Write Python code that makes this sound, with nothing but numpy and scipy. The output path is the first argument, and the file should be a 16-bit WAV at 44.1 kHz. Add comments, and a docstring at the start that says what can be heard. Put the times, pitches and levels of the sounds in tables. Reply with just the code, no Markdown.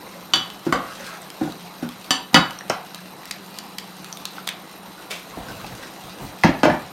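"""Peas, tongs and a simmering pan

Peas are tipped from a plastic colander into a steel pan in a small kitchen. Silicone-tipped tongs stir, thud,
knock and pick out the last peas; then the utensils are put down on the worktop. Blows are decaying modes plus a
noise contact and a room tail; stew, squelch and a dull low rumble are shaped noise, grains and rising bubble
tones. A gas burner rushes and a fan hums."""
import sys
import numpy as np
from scipy import signal
from scipy.fft import rfft, irfft, next_fast_len
from scipy.io import wavfile
from scipy.ndimage import uniform_filter1d, map_coordinates

SR = 44100
rng = np.random.default_rng(int(sys.argv[2]) if len(sys.argv) > 2 else 0)


def generate_wav(signal):
    """Clip the signal to [-1, 1] and save it as 16-bit WAV at the path in sys.argv[1]."""
    frames = np.transpose(np.atleast_2d(signal))
    scaled = np.clip(frames, -1, 1) * 32767
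    pcm = np.round(scaled).astype(np.int16)
    wavfile.write(sys.argv[1], SR, pcm)


N = 305172
TIME_S = np.arange(N) / SR
AGE_S = np.arange(SR // 2) / SR  # time since a blow
TOP_HZ = 16200

# Blows on the pan rim. Each row: start in seconds, level in dB, main mode in Hz, lightness (bass loss) and
# softness (treble loss) in dB per octave, relative ring in dB, ring time factor, relative rattle in dB,
# favoured modes as a list of (Hz, lift in dB).
RIM_BLOWS = [(0.3356, -17, 3700, 5.35, 9.2, -0.5, 1.18, 1.5, [(2980, 15), (4460, 7), (3472, -2),
             (4930, 5.5)]), (0.358, -32, 4520, 0.95, 6, -5, 1, -2, [(5930, 8), (4560, 7)]),
             (0.7243, -21, 1330, 1.6, 5.9, -6.5, .75, -23, [(1490, 6), (1112, 5), (1943, 3), (4888, 13.5),
             (7520, 12)]), (2.1068, -19.5, 4750, 2.1, 8.2, -1, 1.06, -33, [(275, 2), (1760, 13),
             (3004, 4.5), (3806, 3), (4560, 7), (5970, 6.5), (7500, 4.5), (8834, 8)]),
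             (2.3437, -14, 3800, .3, 9.5, 3.5, 0.87, -15, [(2940, 10), (1943, 7.5), (3830, 6), (4900, 7),
             (6850, 7), (7520, 2.5), (9255, 7), (10010, 6)]),
             (2.359, -17.5, 1460, 2.9, 8.6, 0.5, 1, -25, [(178, 10), (533, 13), (764, 5.5), (1410, 6)]),
             (2.7019, -30, 1240, 5.4, 7.2, -5, 0.38, -25, [(1112, 16), (1370, 13)])]
# Cushioned blows on the pan floor. Each row: start in seconds, level in dB, main mode in Hz, softness in dB per octave.
FLOOR_BLOWS = [(0.339, -32.5, 110, 2.5), (0.664, -21, 335, 7), (1.41, -21.5, 296.2, 7.5),
               (1.45, -29, 316, 7), (1.412, -39, 784, 14), (1.473, -34.5, 795, 22),
               (1.824, -27.5, 245, 4.5), (1.852, -32.5, 240, 25), (2.331, -31.5, 240, 3),
               (2.362, -22, 176, 3)]
# Colander knocked, brushed and set down. Each row: start in seconds, level in dB, main mode in Hz, lightness and
# softness in dB per octave, ring time factor, relative room in dB, relative clack of the main mode in dB.
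COLANDER_BLOWS = [(2.6995, -22.5, 726, 6, 4.4, 0.35, -4.5, 3), (5.372, -36.5, 650, -0.5, 9.6, 0.42, 4, -8),
                  (5.6435, -42, 780, 12, 4.4, 0.38, -12, 5), (6.4362, -18, 2020, 4, 7.6, 0.2, -2, 0.5),
                  (6.4403, -20, 890, 4.5, 13, 0.76, 0, 8), (6.446, -16, 191, -1, 4.3, 0.53, -4.5, 2),
                  (6.453, -23, 780, 9, 10, 0.46, -1, 6.5), (6.492, -21, 230, 4, 5.6, 0.27, -3, 6.5),
                  (6.6323, -13, 916, 6.5, 6.1, 0.61, -2.5, 0), (6.637, -22.5, 288, 11, 10, .6, -2, 8),
                  (6.654, -17.5, 624, 2, 6.5, 0.71, -4, 1), (6.683, -24, 600, -1, 7, 0.96, 2.5, 6),
                  (6.699, -27, 1736, 12, 13, 0.7, -3.5, 4.5),
                  (6.737, -29.5, 690, -0.5, 7.5, 0.45, -0.5, -3)]
# Light taps of the tongs. Each row: start in seconds, level in dB, pitch in Hz, relative snap in dB, t60 in seconds.
TONG_TAPS = [(0.5016, -24.5, 3530, -16, 0.0089), (1.3025, -26, 3120, -9, 0.0071),
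             (1.5222, -25.5, 3940, -14, 0.0067), (1.89, -23.5, 3270, -12, 0.0034),
             (2.508, -24, 3070, -10.5, 0.0045), (2.588, -27.5, 5670, -19, 0.018),
             (2.609, -24, 1780, -22, 0.011), (2.698, -14.5, 5470, -16, 0.01),
             (2.9463, -19.5, 4000, -12.5, 0.0054), (3.233, -26.5, 1930, -27, 0.0088),
             (3.255, -25.5, 2100, -9, .005), (3.3107, -15.5, 4020, -9.5, 0.0063),
             (3.314, -16, 4830, -22, .006), (3.587, -22, 3000, -6, 0.0057), (3.7841, -20, 4600, -9, 0.0065),
             (3.7862, -19.5, 3040, -13, .009), (4.045, -24.5, 1310, -11, 0.0067),
             (4.127, -18, 5900, -18, 0.0062), (4.172, -26.5, 3500, -8, 0.005),
             (4.254, -10.5, 4140, -14, 0.0042), (4.3825, -25, 1350, -26, 0.012),
             (4.4724, -25, 6500, -8, 0.0044), (4.4755, -13, 3390, -11.5, 0.0063),
             (4.476, -22, 1050, -20, 0.011), (4.489, -11, 2110, -15.5, 0.0036),
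             (4.4907, -11, 3430, -18, 0.0037)]
# Peas slide, stew is stirred. Each row: start in seconds, length in seconds, squelch in dB, fizz flare in dB.
STROKES = [(0, 0.036, -42, -56), (0.973, 0.08, -41, -42), (1.327, 0.035, -47.5, -62),
           (5.433, 0.04, -42.5, -50.5), (5.736, 0.22, -47, -46)]
# Dull low rumble swells unevenly. Each row: start in seconds, length in seconds, level in dB.
RUMBLE_SWELLS = [(5.37, 0.024, -38), (5.48, 0.04, -38.5), (5.565, 0.17, -39), (6.05, 0.033, -41),
                 (6.21, 0.036, -31)]
# Larger bubbles burst. Each row: start in seconds, level in dB, starting pitch in Hz.
PLOPS = [(1.008, -30, 6200), (1.218, -28, 8000), (4.98, -33, 1450), (5.485, -27, 1510), (5.503, -30, 1500),
         (5.645, -28, 2580), (5.833, -28.5, 1910)]

# Modes of the pan steel. Each row: frequency in Hz, relative level in dB, t60 in seconds at ring time factor 1.
STEEL_MODES = [(178, -6, .3), (275, -8, .28), (330, -14, .22), (533, -14, .28), (764, -7, .3),
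               (953, -14, .3), (1112, -11, .32), (1254, -12, .28), (1370, -11, .36), (1425, -10, .24),
               (1490, -12, .3), (1760, -12, .22), (1943, -12, .2), (2170, -18, .28), (2590, -15, .2),
               (2950, -13, .24), (3004, -9, .37), (3214, -14, .14), (3348, -15, .18), (3472, -14, .2),
               (3709, -17, .15), (3806, -16, .42), (4517, -15, .2), (4554, -15, .3), (4822, -14, .22),
               (4888, -16, .24), (5950, -16, .26), (6850, -19, .22), (7520, -17, .28), (8834, -19, .23),
               (9255, -24, .28), (10010, -20, .2), (12000, -20, .17)]
# Short-lived modes of a rattling contact. Each row: frequency in Hz, relative level in dB, t60 in seconds.
RATTLE_MODES = [(3080, -5, .05), (3180, -10, 0.082), (3340, -1, 0.072), (3466, -0.5, 0.052),
                (3730, -10, 0.08), (3930, -7, .05), (4560, 0.5, .075), (5890, -7, 0.078), (6460, -9, .04),
                (7420, -8, 0.041), (9400, -14, .05)]
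# Modes of the loaded pan floor. Each row: frequency in Hz, relative level in dB, t60 in seconds at ring time factor 1.
FLOOR_MODES = [(165.9, -2.5, 0.28), (243.7, -4, 0.21), (301.2, -2, 0.17), (334.7, -9, 0.2),
               (544.4, -13.5, 0.2), (768, -3, 0.042), (1126, -32, 0.22), (1460, -13, 0.23)]
# Modes of the colander shell. Each row: frequency in Hz, relative level in dB, t60 in seconds at ring time factor 1.
SHELL_MODES = [(148, 3.5, 0.38), (174.5, 5, .3), (216, 4.5, 0.34), (249, 8, 0.27), (287, 7.5, 0.22),
               (328.4, 5.5, .26), (544.5, -5, 0.44), (615.6, -1.5, 0.33), (788, -6.5, 0.22), (895, -6, 0.2),
               (967, -12, 0.39), (1224, -12.5, 0.43), (1490, -19, 0.24), (1700, -14, 0.37),
               (1905, -14, 0.25), (2036, -10, 0.22), (2440, -22, .25)]
# Modes of a tong tip. Each row: ratio to the tap pitch, relative level in dB.
TIP_MODES = [(1.002, 1.5), (1.112, -5.5), (0.754, -7.5), (1.55, -9.5)]

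# Contact spectra. Each row: frequency in Hz, relative level in dB.
RIM_CONTACT = [(30, -24), (90, -19), (130, 4), (420, -3), (700, 3), (1000, 2), (1500, 4), (2200, -4),
               (3300, -3), (7000, -11), (16000, -19)]
FLOOR_CONTACT = [(40, -34), (90, -8), (150, 11.5), (450, -8.5), (800, -10.5), (1400, 1), (2500, -14), (16000, -22)]
SHELL_CONTACT = [(30, -11.0), (90, 9), (140, 11.0), (300, 9.5), (420, -3.0), (650, 8.0), (900, 1.5),
                 (1300, -3.5), (2000, -6.5), (2700, -5.5), (4000, -3.5), (7000, -17.5), (16000, -64)]
# Spectrum of the opening tongs. Each row: frequency in Hz, relative level in dB.
RUSTLE_SPECTRUM = [(200, -10), (600, -1), (1600, -5), (2400, 2.5), (3200, 1), (4500, -3), (7000, -9),
                   (11000, -12), (16000, -20)]
# Spectrum of wet stirring. Each row: frequency in Hz, relative level in dB.
SQUELCH_SPECTRUM = [(100, 5), (220, 13), (450, 1.5), (750, -5.5), (1400, 6), (2200, -2), (5000, -4),
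                    (9000, -13), (16000, -42)]
# Spectrum of the dull rumble. Each row: frequency in Hz, relative level in dB.
RUMBLE_SPECTRUM = [(25, 6.5), (60, 0), (130, 5.5), (280, -2), (450, -13), (750, -3.5), (1500, -18.5),
                   (5000, -29.5)]
# Spectrum shared by burner and stew. Each row: frequency in Hz, relative level in dB.
SIMMER_SPECTRUM = [(25, -4.5), (80, -8), (130, -2), (320, 5), (420, 1.5), (620, 1), (720, 4), (1350, 1.5),
                   (1700, -2), (3800, -7), (6000, -9.5), (8000, -13.5), (12000, -17.5), (16000, -27)]
# Narrow bands of hiss. Each row: centre in Hz, width in Hz, relative level in dB.
HISS_BANDS = [(3980, 280, 4.5), (8995, 215, 2), (9860, 160, -5.5), (13230, 200, 6)]
# Fan lines. Each row: frequency in Hz, level in dB before the swell.
HUM_LINES = [(150, -56.5), (179, -47), (200, -49)]
# Swell of the hum. Each row: time in seconds, gain in dB.
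HUM_SWELL = [(0, -4), (2, -5.5), (4.2, -2.5), (5.5, -7), (6.9, -3)]
# Decay of the kitchen. Each row: frequency in Hz, t60 in seconds.
KITCHEN_T60 = [(100, 0.44), (400, 0.38), (1200, 0.44), (4000, 0.3), (12000, 0.093)]
# Bands that slope a blow. Each row: lower edge in Hz, upper edge in Hz.
SLOPE_BANDS_HZ = [(40, 400), (400, 1000), (1000, 2500), (2500, 6000), (6000, 16000)]
# Centres of the slope bands, in Hz.
SLOPE_CENTRES_HZ = [200, 630, 1600, 3900, 9800]
# A worktop reflection cancels part of each blow. Columns: lower edge in Hz, upper edge in Hz, share removed.
WORKTOP_NOTCH = (410, 418, .65)
# A standing wave thins the bass at the microphone. Columns: lower edge in Hz, upper edge in Hz, share removed.
BASS_NULL = (68, 87, .55)

FLOOR_LIGHTNESS_DB_PER_OCTAVE = 3.5
FOCUS_HALF_WIDTH_OCTAVES = 0.44
TWIN_SPLIT_RATIO, TWIN_SHARE = .005, .33
CLACK_T60_S, CLACK_ONSET_T60_S = 0.031, 0.0021
SNAP_T60_S, SNAP_ONSET_T60_S, TAP_ROOM_DB = 0.0087, 0.0012, -6.5
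RUSTLE_START_S, RUSTLE_DB, RUSTLE_T60_S, RUSTLE_ONSET_T60_S = 5.102, -25.5, 0.36, 0.0077
STROKE_RISE_TAU_S, STROKE_FALL_TAU_S = 0.28, 0.25
RUMBLE_RISE_TAU_S, RUMBLE_FALL_TAU_S = 0.012, 0.044
FIZZ_BASE_DB, FLARE_RISE_TAU_S, FLARE_FALL_TAU_S = -47, 0.18, 0.21


def clanks():
    """Hard rim blows ring the steel in beating pairs of modes; rattle is added at each blow's own level."""
    out = np.zeros(N)
    twins = [(hz * (1 - TWIN_SPLIT_RATIO), db, t60_s) for hz, db, t60_s in STEEL_MODES]
    for start_s, db, main_hz, lightness, softness, ring_db, stretch, rattle_db, favoured in RIM_BLOWS:
        steel = ring(STEEL_MODES, 1, favoured, stretch, blur=.4)
        steel = steel + TWIN_SHARE * ring(twins, 1, favoured, stretch, blur=.4)
        steel = amp(ring_db) * steel * (1 + amp(5.0) * fade(0.053))  # stronger at first
        rattle = amp(rattle_db + 8) * ring(RATTLE_MODES, 1, blur=.8)
        contact = amp(10) * crack(.024, RIM_CONTACT)
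        reply = room(amp(-1) * contact + amp(-4) * rattle + amp(-11) * steel)
        blow = steel + rattle + contact + reply
        add(out, start_s, amp(db) * voiced(blow, main_hz, lightness, softness, focus_db=-2))
    return out


def thuds():
    """Soft contacts push through the stew and boom the damped modes of the pan floor."""
    out = np.zeros(N)
    for start_s, db, main_hz, softness in FLOOR_BLOWS:
        boom = ring(FLOOR_MODES, 1.4, [(main_hz, 11)], stretch=0.97, blur=0.54) * (1 - fade(0.0083))
        contact = amp(-8.0) * crack(0.11, FLOOR_CONTACT)
        blow = boom + contact + room(amp(1.0) * contact + amp(-38) * boom)
        voiced_blow = voiced(blow, main_hz, FLOOR_LIGHTNESS_DB_PER_OCTAVE, softness, focus_db=-10.0)
        add(out, start_s, amp(db) * voiced_blow)
    return out


def knocks():
    """The plastic shell clacks; a firm grip shortens its ring and the room carries it on."""
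    out = np.zeros(N)
    for start_s, db, main_hz, lightness, softness, stretch, room_db, clack_db in COLANDER_BLOWS:
        shell = ring(SHELL_MODES, 1.5, [(main_hz, 5)], stretch=stretch, blur=.4)
        contact = amp(7.5) * crack(0.029, SHELL_CONTACT)
        reply = room(amp(4.0) * contact + amp(-16.0) * shell)
        blow = shell + contact + amp(room_db) * reply
        tone = np.sin(2 * np.pi * main_hz * AGE_S)
        clack = amp(clack_db + 9) * tone * fade(CLACK_T60_S) * (1 - fade(CLACK_ONSET_T60_S))
        knock = voiced(blow, main_hz, lightness, softness, focus_db=-15.5)
        add(out, start_s, amp(db) * (knock + clack + amp(-9.0) * room(clack)))
    return out


def taps():
    """Tong tips click in the colander: short modes and a bright noise snap."""
    out = np.zeros(N)
    for start_s, db, pitch_hz, snap_db, t60_s in TONG_TAPS:
        ping = ring([(pitch_hz * ratio, mode_db, t60_s) for ratio, mode_db in TIP_MODES], 0.93)
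        noise = rng.standard_normal(len(AGE_S)) * fade(SNAP_T60_S)
        snap = amp(snap_db + 13.5) * band(noise, 1400, 8000, order=1)
        tap = amp(db) * (ping + snap) * (1 - fade(SNAP_ONSET_T60_S))
        add(out, start_s, tap + amp(TAP_ROOM_DB) * room(band(tap, 500, 8600, order=1)))
    return out


def rustle():
    """The tongs spring open in a short, diffuse scrape of random grains."""
    out = np.zeros(N)
    grains = coloured(pops(rate_hz=1500, spread_db=4), RUSTLE_SPECTRUM)[:len(AGE_S)]
    envelope = fade(RUSTLE_T60_S) * (1 - fade(RUSTLE_ONSET_T60_S))
    add(out, RUSTLE_START_S, amp(RUSTLE_DB) * grains * envelope)
    return out


def stirring(count=2400):
    """Wet peas slide and squelch in clumps of tiny bursting air pockets."""
    pockets = np.zeros(N)
    for when, pitch, size in rng.random((count, 3)):
        add(pockets, when * (N - 1) / SR, amp(16 * size ** 3) * plip(450 * 16 ** pitch, 7))
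    grains = unit(pockets + room(pockets)) + amp(-4) * patchy(rng.standard_normal(N), 3)
    clumps_db = 2 * wobble(25)
    rows = [(start_s, length_s, db) for start_s, length_s, db, _ in STROKES]
    motion = swells(rows, STROKE_RISE_TAU_S, STROKE_FALL_TAU_S)
    return motion * amp(clumps_db) * coloured(grains, SQUELCH_SPECTRUM)


def dull_rumble():
    """Dull low noise that swells and falls with an uneven level."""
    motion = swells(RUMBLE_SWELLS, RUMBLE_RISE_TAU_S, RUMBLE_FALL_TAU_S)
    bumps_db = 2.5 * wobble(30)
    return motion * amp(bumps_db) * coloured(rng.standard_normal(N), RUMBLE_SPECTRUM)


def simmer():
    """The flame rushes in the lows while the sauce fizzes in the highs, more so when disturbed."""
    lows = lambda hz: 1 / (1 + (hz / 1700) ** 4)
    highs = lambda hz: 1 - lows(hz)
    flame = patchy(filtered(coloured(rng.standard_normal(N), SIMMER_SPECTRUM), lows), 1.5)
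    froth = rng.standard_normal(N) + amp(3.5) * pops(rate_hz=450, spread_db=5.0)
    fizz = patchy(filtered(coloured(froth, SIMMER_SPECTRUM), highs), 1.8)
    flutter_db = .7 * wobble(20)
    rows = [(start_s, length_s, db) for start_s, length_s, _, db in STROKES]
    flare = swells(rows, FLARE_RISE_TAU_S, FLARE_FALL_TAU_S)
    fizz_gain = np.hypot(amp(FIZZ_BASE_DB), flare) * amp(0.86 * wobble(11))
    return amp(-43.5 + flutter_db) * flame + fizz_gain * fizz + bubbles()


def bubbles(count=600):
    """Single bubbles plip in the sauce as short rising tones; most are faint, a few plop."""
    out = np.zeros(N)
    for when, pitch, size in rng.random((count, 3)):
        add(out, when * (N - 1) / SR, amp(-46 + 13 * size ** 3) * plip(700 * 9 ** pitch, 14))
    for start_s, db, hz in PLOPS:
        add(out, start_s, amp(db) * plip(hz, cycles=22))
    return out + amp(-7) * room(out)


def background():
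    """A fan hums in lines of wandering level and phase under a thin high hiss."""
    def line(hz):
        level = amp(3 * wobble(11)) * np.sqrt(2)
        return level * np.sin(2 * np.pi * hz * TIME_S + 1.1 * wobble(10))

    hum = sum(amp(db) * line(hz) for hz, db in HUM_LINES)
    swell = amp(np.interp(TIME_S, *np.transpose(HUM_SWELL)))
    narrow = lambda f: sum(amp(db) / (1 + (2 * (f - hz) / width_hz) ** 2) for hz, width_hz, db in HISS_BANDS)
    hiss = amp(-51.5) * unit(filtered(rng.standard_normal(N), narrow))
    return swell * hum + hiss


def ring(modes, scatter_db, favoured=(), stretch=1, blur=0.63, size=25):
    """Decaying modes at new strengths for every blow; shifting load and grip blur their pitch."""
    hz, db, t60_s = np.transpose(modes)
    db = db + scatter_db * rng.standard_normal(len(hz))
    for centre_hz, lift_db in favoured:
        db = db + lift_db / (1 + (45 * (hz / centre_hz - 1)) ** 2)
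    steps = rng.standard_normal((len(hz), len(AGE_S) // size + 1))
    waver = np.repeat(steps, size, axis=1)[:, :len(AGE_S)]
    drift = blur * np.cumsum(waver, axis=1) / np.sqrt(0.0086 * SR * size)  # random walk of phase
    phase = rng.uniform(0, 2 * np.pi, (len(hz), 1)) + drift + 2 * np.pi * hz[:, None] * AGE_S
    tones = np.sin(phase.astype(np.float32)) * fade(stretch * t60_s[:, None])
    return np.sum(amp(db)[:, None] * tones, axis=0)


def crack(t60_s, spectrum):
    """The contact itself: countless modes that die at once, as decaying coloured noise."""
    return coloured(rng.standard_normal(len(AGE_S)), spectrum) * fade(t60_s)


def voiced(blow, main_hz, lightness, softness, focus_db):
    """A blow peaks at its favoured mode; a light touch loses bass below it, a soft one treble above."""
    levelled = lambda part: part / np.std(part[:round(.03 * SR)])  # by the first 30 ms
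    octaves = np.log2(np.divide(SLOPE_CENTRES_HZ, main_hz))
    loss_db = softness * np.maximum(octaves, 0) + lightness * np.maximum(-octaves, 0)
    sloped = sum(amp(-db) * levelled(band(blow, lo, hi)) for (lo, hi), db in zip(SLOPE_BANDS_HZ, loss_db))
    notch_lo_hz, notch_hi_hz, share = WORKTOP_NOTCH
    sloped = sloped - share * band(sloped, notch_lo_hz, notch_hi_hz, order=1)
    half_width = 2 ** FOCUS_HALF_WIDTH_OCTAVES
    return sloped + amp(focus_db) * band(sloped, main_hz / half_width, main_hz * half_width, order=1)


def room(x, build_up_s=0.00067):
    """The kitchen's answer: a diffuse tail that builds up as the first walls reply."""
    hz, t, z = signal.stft(rng.standard_normal(len(AGE_S)), SR, nperseg=256)
    z = z * np.exp(-np.log(1000) * t / along(KITCHEN_T60, hz)[:, None])
    tail = signal.istft(z, SR, nperseg=256)[1][:len(AGE_S)]
    tail = tail * (1 - np.exp(-(AGE_S / build_up_s) ** 2))
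    return signal.fftconvolve(x, tail / np.linalg.norm(tail))[:len(x)]


def pops(rate_hz, spread_db):
    """Tiny bursts at random moments, a few much larger than the rest, heard in the room."""
    size = amp(spread_db * np.minimum(rng.exponential(size=N), 4))
    grains = (rng.random(N) < rate_hz / SR) * size * rng.choice([-1, 1], N)
    return unit(grains + amp(3.0) * room(grains))


def plip(hz, cycles):
    """One bubble: a short decaying tone that rises in pitch from hz."""
    t = AGE_S[:int(2 * cycles * SR / hz)]
    tone = np.sin(2 * np.pi * hz * t * (1 + 0.9 * t))
    return tone * np.exp(-3 * t * hz / cycles) * (1 - np.exp(-t * hz))


def swells(rows, rise_tau_s, fall_tau_s):
    """Gain of overlapping gestures (start s, length s, dB): each rises, holds and dies away."""
    def shape(start_s, length_s):
        before = np.maximum(start_s - TIME_S, 0)
        after = np.maximum(TIME_S - start_s - length_s, 0)
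        return np.exp(-before / rise_tau_s - after / fall_tau_s)

    return np.sqrt(sum((amp(db) * shape(start_s, length_s)) ** 2 for start_s, length_s, db in rows))


def patchy(x, depth_db):
    """x at rms 1, with gains that drift independently in patches of about 500 Hz by 50 ms."""
    z = signal.stft(x, nperseg=512)[2]
    field = uniform_filter1d(rng.standard_normal(z.shape), size=6, axis=0)
    field = uniform_filter1d(field, size=9, axis=1)
    return unit(signal.istft(z * amp(depth_db * unit(field)), nperseg=512)[1][:len(x)])


def wobble(rate_hz):
    """A smooth random curve with rate_hz knots a second."""
    return map_coordinates(rng.standard_normal(int(N * rate_hz / SR) + 4), [TIME_S * rate_hz])


def fade(t60_s):
    """A decay of 60 dB in t60_s seconds."""
    return np.exp(-np.log(1000) * AGE_S / t60_s)


def amp(db):
    """Decibels to gain."""
    return 10 ** (np.asarray(db) / 20)


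def unit(x):
    """x at rms 1."""
    return x / np.sqrt(np.mean(x ** 2) + 1e-20)


def along(points, hz):
    """(Hz, value) points interpolated on a log frequency axis."""
    f, v = np.transpose(points)
    return np.interp(np.log(hz + 1), np.log(f + 1), v)


def filtered(x, response):
    """x times a response of frequency."""
    m = next_fast_len(len(x) + SR // 4)
    return irfft(rfft(x, m) * response(np.fft.rfftfreq(m, 1 / SR)), m)[:len(x)]


def coloured(x, spectrum):
    """x shaped by the given spectrum, at rms 1."""
    return unit(filtered(x, lambda hz: amp(along(spectrum, hz))))


def band(x, lo_hz, hi_hz, order=3):
    """Causal band-pass."""
    sos = signal.butter(order, [lo_hz, min(hi_hz, TOP_HZ)], "bandpass", fs=SR, output="sos")
    return signal.sosfilt(sos, x)


def add(track, start_s, sound):
    """Mix a sound in at start_s seconds."""
    i = round(start_s * SR)
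    track[i:i + len(sound)] += sound[:N - i]


def scene():
    """All sources summed to one channel."""
    blows = clanks() + thuds() + knocks() + taps() + rustle()
    return (blows + simmer() + background() + stirring() + dull_rumble())[None]


def record(dry):
    """The microphone loses deep bass, flattens peaks near full scale and keeps nothing above TOP_HZ."""
    heard = signal.sosfilt(signal.butter(4, 44, "highpass", fs=SR, output="sos"), dry[0])
    null_lo_hz, null_hi_hz, share = BASS_NULL
    heard = heard - share * band(heard, null_lo_hz, null_hi_hz, order=1)
    flattened = heard / (1 + np.abs(heard / .97) ** 12) ** (1 / 12)
    return filtered(flattened, lambda hz: hz < TOP_HZ)[None]


dry = scene()
out = record(dry)
generate_wav(out)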